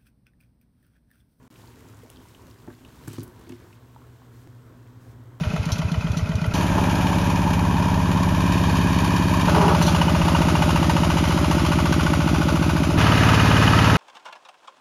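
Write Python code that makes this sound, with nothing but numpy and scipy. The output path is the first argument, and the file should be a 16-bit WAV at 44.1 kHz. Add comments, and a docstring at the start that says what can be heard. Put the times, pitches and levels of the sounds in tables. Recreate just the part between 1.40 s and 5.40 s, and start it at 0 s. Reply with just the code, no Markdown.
"""Water boils in a steel pot in a small kitchen: a rumble, plopping bubbles and the fine fizz of foam,
over a humming cooktop. Just after the start the sound drops out for a moment. Two dry noodle cakes are
lowered in: they bump the pot and make it ring, scrape along its wall and crackle as strands snap.
They cover the water and dull the fizz, and the hum grows louder toward the end."""
import sys
import numpy as np
from scipy import signal
from scipy.fft import rfft, irfft, next_fast_len
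from scipy.io import wavfile
from scipy.ndimage import map_coordinates

SR = 44100
rng = np.random.default_rng(int(sys.argv[2]) if len(sys.argv) > 2 else 0)


def to_wav(sig):
    """Store sig (one row per channel, or 1-D mono) as 16-bit WAV at the path in sys.argv[1].

    Samples outside -1..1 are clipped; the rate is SR.
    """
    pcm = np.clip(np.atleast_2d(sig), -1, 1) * 32767
    pcm = np.round(pcm).astype(np.int16)
    wavfile.write(sys.argv[1], SR, pcm.T)  # frames by channels


N = 176400
T = np.arange(N) / SR

# how long the room echoes; a t60 is the time to fade by 60 dB (frequency [Hz], t60 [s])
ROOM_DECAY = [(150, 0.24), (1500, 0.28), (12000, 0.37)]
# loudness of the cooktop's hum (time [s], level [dB])
HUM_LEVEL = [(0, -61.5), (1.5, -60), (2.2, -58), (2.65, -52.5), (3.3, -50.5), (4, -46.5)]
# tones in the hum (multiple of its pitch [-], relative level [dB])
HUM_TONES = [(1, 8), (2, -11), (3, -18.5), (4, -47)]
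# tones in the fan's whine (pitch [Hz], level [dB])
FAN_TONES = [(948, -81), (1067, -73.5), (1109, -79.5), (1210, -82), (3130, -87.5), (3252, -91),
             (6840, -112)]
# tone of the surging hiss (frequency [Hz], relative level [dB])
SURGE_SPECTRUM = [(1500, 0), (3500, -1.5), (6500, -1.5), (10500, -4.5), (16000, -5.5)]
# tone of the lone tick (frequency [Hz], relative level [dB])
TICK_SPECTRUM = [(30, 13), (200, 7), (1200, -2), (4000, -13), (8000, -19), (16000, -24)]
# loudness of the open pot's low drone (time [s], level [dB])
DRONE_LEVEL = [(0, -79), (.3, -54.5), (1, -56), (1.5, -68), (2, -54), (2.3, -57.5), (4, -53)]
# where that drone rings (pitch [Hz], width [Hz], relative level [dB])
DRONE_MODES = [(107, 9.3, 0)]
# where the air above the water rings (pitch [Hz], width [Hz], gain [dB])
AIR_MODES = [(434, 51, -6), (946, 63, 8), (1070, 120, -7), (1534, 210, 2), (2860, 480, -25)]
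# loudness of the boil (time [s], relative level [dB])
BOIL_LEVEL = [(0, -53.5), (.1, -55), (.25, -52), (.9, -52.5), (1.45, -53), (1.95, -49), (2.35, -54),
              (3, -53.5), (4, -52)]
# tone of the rolling water (frequency [Hz], relative level [dB])
RUMBLE_SPECTRUM = [(20, -57), (33, -11.5), (48, -14), (62, -4), (78, -5), (105, -9.5), (145, -8.5),
                   (195, -14.5), (255, -11.5), (310, -12), (420, -14.5), (520, -20.5), (780, -26.5),
                   (950, -23.5), (1500, -26), (2500, -41.5), (4000, -59)]
# loudness of the fizz (time [s], relative level [dB])
FIZZ_LEVEL = [(0, -75.5), (.07, -67), (.13, -63), (.4, -64), (1.44, -64), (1.71, -62), (1.88, -66.5),
              (2.12, -67.5), (2.34, -68), (2.7, -67.5), (3.3, -69), (4, -70)]
# tone of the fizz on open water (frequency [Hz], relative level [dB])
OPEN_SPECTRUM = [(500, -19), (1500, 4), (3000, 3), (4800, -1), (7200, -0.5), (10300, -4), (13000, -3),
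                 (16000, -6.5)]
# tone of the fizz under the noodles (frequency [Hz], relative level [dB])
COVERED_SPECTRUM = [(500, -24), (1500, 9), (2400, 4), (3300, 5.5), (4700, 1), (8500, -0.5), (10400, -6),
                    (12000, -0.5), (16000, -3.5)]
# bubbles that burst clearly (time [s], peak level [dB], pitch [Hz])
CLEAR_POPS = [(0.158, -46, 2930), (0.2165, -49, 3730), (0.455, -48.5, 920), (0.535, -49, 1320),
              (.633, -42.5, 460), (0.699, -45, 2880), (.771, -45.5, 3100), (.854, -46, 896),
              (0.948, -43.5, 3020), (1.302, -46.5, 1580), (1.449, -42, 2790), (2.328, -46.5, 2570),
              (2.562, -38.5, 910), (2.819, -47, 910)]
# loudness of the cakes scraping the wall (time [s], relative level [dB])
SCRAPE_LEVEL = [(1.35, -75), (1.55, -68), (1.66, -61), (1.69, -55.5), (1.74, -54), (1.8, -55.5),
                (1.85, -68), (1.92, -72), (2.02, -64), (2.12, -62.5), (2.25, -70)]
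# tone of the scrape (frequency [Hz], relative level [dB])
SCRAPE_SPECTRUM = [(300, -19), (1000, 3.5), (2200, -1.5), (3600, -1.5), (7000, -7.5), (11000, -7),
                   (16000, -15.5)]
# strands snap and drops spit (time [s], peak level [dB], pitch [Hz], t60 [s])
STRAND_SNAPS = [(.4865, -45, 7100, 0.016), (0.5704, -45.5, 6300, .027), (.7017, -30, 11800, 0.0054),
                (0.886, -44, 6300, 0.019), (1.02, -49, 6900, .019), (1.675, -38, 7460, 0.034),
                (1.6807, -28.5, 8900, 0.018), (1.731, -37, 7900, .06), (1.7825, -39, 4550, 0.047),
                (1.7966, -36, 6800, 0.004), (1.8055, -39.5, 4440, 0.016), (1.8317, -30, 12700, 0.054),
                (1.879, -38.5, 8150, 0.0036), (2.069, -46, 2300, 0.034), (2.092, -41.5, 7100, .025),
                (2.095, -42.5, 1980, 0.027), (2.121, -42.5, 2360, 0.03)]
# notes of the bumped pot and cooktop (pitch [Hz], relative level [dB], t60 [s])
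POT_MODES = [(107.4, 6, 0.16), (146, 0, 0.14), (203, -14.5, 0.1), (253.3, -0.5, 0.12), (291, -6.5, 0.077),
             (351.7, -2.5, 0.16), (403, -7, 0.093), (590, -12, 0.084), (720, -13, .06), (882, -7.5, 0.058),
             (1340, -17, 0.036), (1770, -4, 0.041)]
# tone of a cake pushing on the pot (frequency [Hz], relative level [dB])
PUSH_SPECTRUM = [(50, -25), (150, 3), (400, -4.5), (560, -39), (1100, -16), (2500, -19), (6000, -38)]
# cakes bump the pot (time [s], peak level [dB], low edge of band [Hz], high edge of band [Hz])
CAKE_BUMPS = [(1.275, -28.5, 284, 890), (1.302, -37.5, 480, 1300), (1.676, -26, 90, 1420),
              (1.708, -41, 280, 1000), (1.733, -35.5, 70, 900), (1.7811, -23.5, 101, 475),
              (1.801, -44.5, 90, 330), (1.819, -33, 240, 380), (1.872, -41.5, 280, 1200),
              (2.072, -37.5, 300, 450), (2.095, -30.5, 290, 420), (2.123, -35.5, 300, 440),
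              (3.066, -40, 30, 390)]

COVER_S = (1.45, 1.86)  # the cakes cover the water between these times


def amp(db):
    """Turn decibels into a gain."""
    return 10 ** (np.asarray(db) / 20)


def unit(x):
    """Scale a sound to an average (rms) level of 1."""
    return x / np.sqrt(np.mean(x ** 2) + 1e-20)


def along(points, hz):
    """Read between (frequency, value) points on a log frequency axis."""
    f, values = np.transpose(points)
    return np.interp(np.log(hz + 1), np.log(f + 1), values)


def level(rows):
    """A gain for every sample, from (time, level) points."""
    return amp(np.interp(T, *np.transpose(rows)))


def wobble(rate):
    """A smooth curve through `rate` random points a second."""
    return map_coordinates(rng.standard_normal(400), [T * rate], mode="wrap")


def filtered(x, response):
    """Multiply each frequency in a sound by response(frequency)."""
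    size = next_fast_len(len(x) + 8192)
    return irfft(rfft(x, size) * response(np.fft.rfftfreq(size, 1 / SR)), size)[:len(x)]


def coloured(x, spectrum):
    """Shape a sound's tone, then scale it to level 1."""
    return unit(filtered(x, lambda f: amp(along(spectrum, f))))


def ringing(modes, f):
    """The response of something that rings at a few pitches, called its modes."""
    return sum((-1) ** k * amp(db) * 1j * f * width / (hz * hz - f * f + 1j * f * width)
               for k, (hz, width, db) in enumerate(modes))


def fade(t, t60):
    """A gain that falls by 60 dB every t60 seconds."""
    return amp(-60 * t / t60)


def add(track, start, x, peak_db):
    """Place a sound at a time with a peak level."""
    part = track[round(start * SR):][:len(x)]
    part += amp(peak_db) * x[:len(part)] / np.abs(x).max()


def clicks(count, spread_db):
    """Tiny clicks of uneven size at random times."""
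    when, strength, side = rng.random((count, 3)).T
    size = amp(spread_db * np.minimum(-np.log(strength), 5)) * np.sign(side - .5)
    return unit(np.bincount((when * N).astype(int), size, N))


def drone(modes):
    """Noise held in narrow bands, so that it sounds almost like a note."""
    return unit(filtered(rng.standard_normal(N), lambda f: ringing(modes, f) ** 2))


def bubble(t, hz, cycles, rise=0.077):
    """A ring that dies away over `cycles` swings and rises in pitch as the bubble surfaces."""
    age = t * hz / cycles
    attack = 1 - np.exp(-2 * t * hz)
    return np.sin(2 * np.pi * hz * t * (1 + rise * age / 2)) * amp(-60 * age) * attack


def swarm(count, low_hz, high_hz, cycles, spread_db):
    """Many short bubble-like rings of random pitch, strength and time."""
    pitch, strength, when = rng.random((count, 3)).T[:, :, None]
    samples = np.arange(SR // 25)
    rings = bubble(samples / SR, low_hz * (high_hz / low_hz) ** pitch, cycles)
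    rings *= amp(spread_db * np.minimum(-np.log(strength), 4))
    positions = (when * N).astype(int) + samples
    return unit(np.bincount(positions.ravel(), rings.ravel(), N)[:N])


def kitchen(x):
    """The room's short echo: a tail of fading noise that starts 5 ms late."""
    hz, t, bands = signal.stft(rng.standard_normal(SR // 2), SR, nperseg=256)
    tail = signal.istft(bands * fade(t, along(ROOM_DECAY, hz)[:, None]), SR, nperseg=256)[1]
    return signal.fftconvolve(np.pad(x, (SR // 200, 0)), tail / np.linalg.norm(tail))[:N]


def cooktop(hum_hz=120.84, fan_hz=252, fan_width_hz=19):
    """Mains hum that swells, with the fan's drone and faint whine."""
    phase = 2 * np.pi * hum_hz * T + .2 * wobble(5)
    hum = unit(sum(amp(db + wobble(10)) * np.sin(k * phase) for k, db in HUM_TONES))
    whine = sum(amp(db) * unit(np.sin(2 * np.pi * hz * T + wobble(10))) for hz, db in FAN_TONES)
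    return level(HUM_LEVEL) * hum + whine + amp(-60.5) * drone([(fan_hz, fan_width_hz, 0)])


def surges(first_s=0.241, period_s=.686, length_s=0.13, ramp_s=0.023):
    """A faint high hiss that comes and goes at an even pace."""
    from_middle_s = np.abs((T - first_s + period_s / 2) % period_s - period_s / 2)
    gate = np.clip((length_s / 2 - from_middle_s) / ramp_s + .5, 0, 1)
    return amp(-66.5) * gate * coloured(rng.standard_normal(N), SURGE_SPECTRUM)


def tick(time_s=3.074, peak_db=-34):
    """One faint dry tick, like a tiny knock."""
    knock = coloured(signal.unit_impulse(N, round(time_s * SR)), TICK_SPECTRUM)
    return amp(peak_db) * knock / np.abs(knock).max()


def boil():
    """Rolling water rumbles and the pot drones; the noodles calm the large and small bubbles."""
    rumble = coloured(rng.standard_normal(N), RUMBLE_SPECTRUM) * amp(-1 + 1.8 * wobble(13))
    large = swarm(count=450, low_hz=199.4, high_hz=422, cycles=14, spread_db=1)
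    small = swarm(count=1000, low_hz=528, high_hz=2330, cycles=10.4, spread_db=3.5)
    in_pot = unit(filtered(small, lambda f: 0.61 + ringing(AIR_MODES, f)))  # direct sound + ringing air
    gulps = amp(np.interp(T, COVER_S, (-9, -15))) * large
    plops = amp(np.interp(T, COVER_S, (-12, -14))) * in_pot
    return level(BOIL_LEVEL) * (rumble + gulps + plops) + level(DRONE_LEVEL) * drone(DRONE_MODES)


def fizz():
    """Fine foam bursts and beads of air ring, duller once the noodles lie on the water."""
    covered = np.interp(T, COVER_S, (0, 1))
    foam = rng.standard_normal(N) + amp(-7.5) * clicks(count=3500, spread_db=5.5)
    spray = coloured(foam, OPEN_SPECTRUM) * amp(1.35 * wobble(26.56))
    beads = amp(-11) * swarm(count=200, low_hz=2420, high_hz=7500, cycles=18, spread_db=4)
    covered_foam = rng.standard_normal(N) + amp(-8) * clicks(count=1500, spread_db=4)
    open_fizz = np.sqrt(1 - covered) * amp(1.5) * (spray + beads)
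    dull_fizz = np.sqrt(covered) * amp(2) * coloured(covered_foam, COVERED_SPECTRUM)
    return level(FIZZ_LEVEL) * (open_fizz + dull_fizz)


def pops(cycles=20.6, gurgle_s=.08, gurgle_db=-9.5):
    """Single bubbles ring as their film breaks with a splash; three smaller ones gurgle after each."""
    out, t = np.zeros(N), np.arange(SR // 10) / SR
    for start, db, hz in CLEAR_POPS:
        puff = rng.standard_normal(len(t)) * fade(t, t60=0.022)
        splash = filtered(puff, lambda f: ringing([(hz, 0.3 * hz, 0)], f) ** 2)
        splash *= amp(-6.5) * hz / 2000 / np.abs(splash).max()  # small, high bubbles splash most
        add(out, start, bubble(t, hz, cycles, rise=0.051) + splash, db)
        for late, higher in rng.random((3, 2)):
            gurgle = bubble(t, hz * (1 + higher / 2), cycles)
            add(out, start + gurgle_s * late, gurgle, db + gurgle_db * (1 + late / 2))
    return out


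def scrape():
    """Dry noodles rub the wall in tiny puffs of noise and ringing grit, only while the cakes move."""
    t = np.arange(SR // 20) / SR
    catches = np.abs(clicks(count=2800, spread_db=3))
    puffs = signal.fftconvolve(catches, fade(t, t60=0.0088))[:N] * rng.standard_normal(N)
    rub = coloured(puffs, SCRAPE_SPECTRUM)
    grit = amp(-6) * swarm(count=1200, low_hz=2770, high_hz=7250, cycles=14, spread_db=2)
    moving = (T > SCRAPE_LEVEL[0][0]) & (T < SCRAPE_LEVEL[-1][0])
    return moving * level(SCRAPE_LEVEL) * (rub + grit)


def snaps():
    """Dry strands break and drops spit: a sharp crack, then splintering and a faint tail."""
    out, t = np.zeros(N), np.arange(SR // 10) / SR
    crack = amp(-1) * fade(t, t60=0.0012)
    tail = amp(-17) * fade(t, t60=0.051)
    for start, db, hz, t60 in STRAND_SNAPS:
        burst = rng.standard_normal(len(t)) * (crack + fade(t, t60) + tail)
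        add(out, start, filtered(burst, lambda f: ringing([(hz, 1.08 * hz, 0)], f) ** 2), db)
    return out


def bumps(attack_s=0.0021, scatter_db=2, slosh_detune=.015):
    """Each blow of a cake sets the pot ringing, over the noise of the push and the crumbling strands."""
    out, t = np.zeros(N), np.arange(SR // 4) / SR
    mode_hz, mode_db, t60 = np.transpose(POT_MODES)[:, :, None]
    signs = (-1) ** np.arange(len(POT_MODES))[:, None]
    attack = 1 - np.exp(-t / attack_s)
    push_and_crumble = fade(t, t60=0.027) + amp(-16.5) * fade(t, t60=0.085)
    for start, db, low_hz, high_hz in CAKE_BUMPS:
        def band(f):
            """Where and how hard the blow lands picks the pitches that sound."""
            return (f / low_hz) ** 2 / np.sqrt((1 + (f / low_hz) ** 4) * (1 + (f / high_hz) ** 4))

        strength, shift = rng.standard_normal((2, len(POT_MODES), 1))
        hz = mode_hz * (1 + slosh_detune * shift)  # moving water shifts the pot's notes
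        gains = signs * band(mode_hz) * amp(mode_db + scatter_db * strength)
        ring = unit(np.sum(gains * fade(t, t60) * np.sin(2 * np.pi * hz * t), axis=0))
        grains = filtered(coloured(rng.standard_normal(len(t)), PUSH_SPECTRUM), band)
        push = amp(-2) * unit(grains * push_and_crumble)
        add(out, start, (ring + push) * attack, db)
    return out


def scene():
    """Mix the pot, its echo, the cooktop and the faint hiss into one channel."""
    pot = boil() + fizz() + pops() + bumps() + snaps() + scrape() + tick()
    return (pot + amp(-11) * kitchen(pot) + cooktop() + surges())[None]


def record(dry):
    """The sound drops out briefly near the start, and the very highest treble is cut."""
    dip_start_s, dip_end_s, top_hz = .0795, .1025, 15900
    dip = np.where((T < dip_start_s) | (T > dip_end_s), 1, amp(-35))
    return filtered(dry[0] * dip, lambda f: f < top_hz)[None]


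dry = scene()
out = record(dry)
to_wav(out)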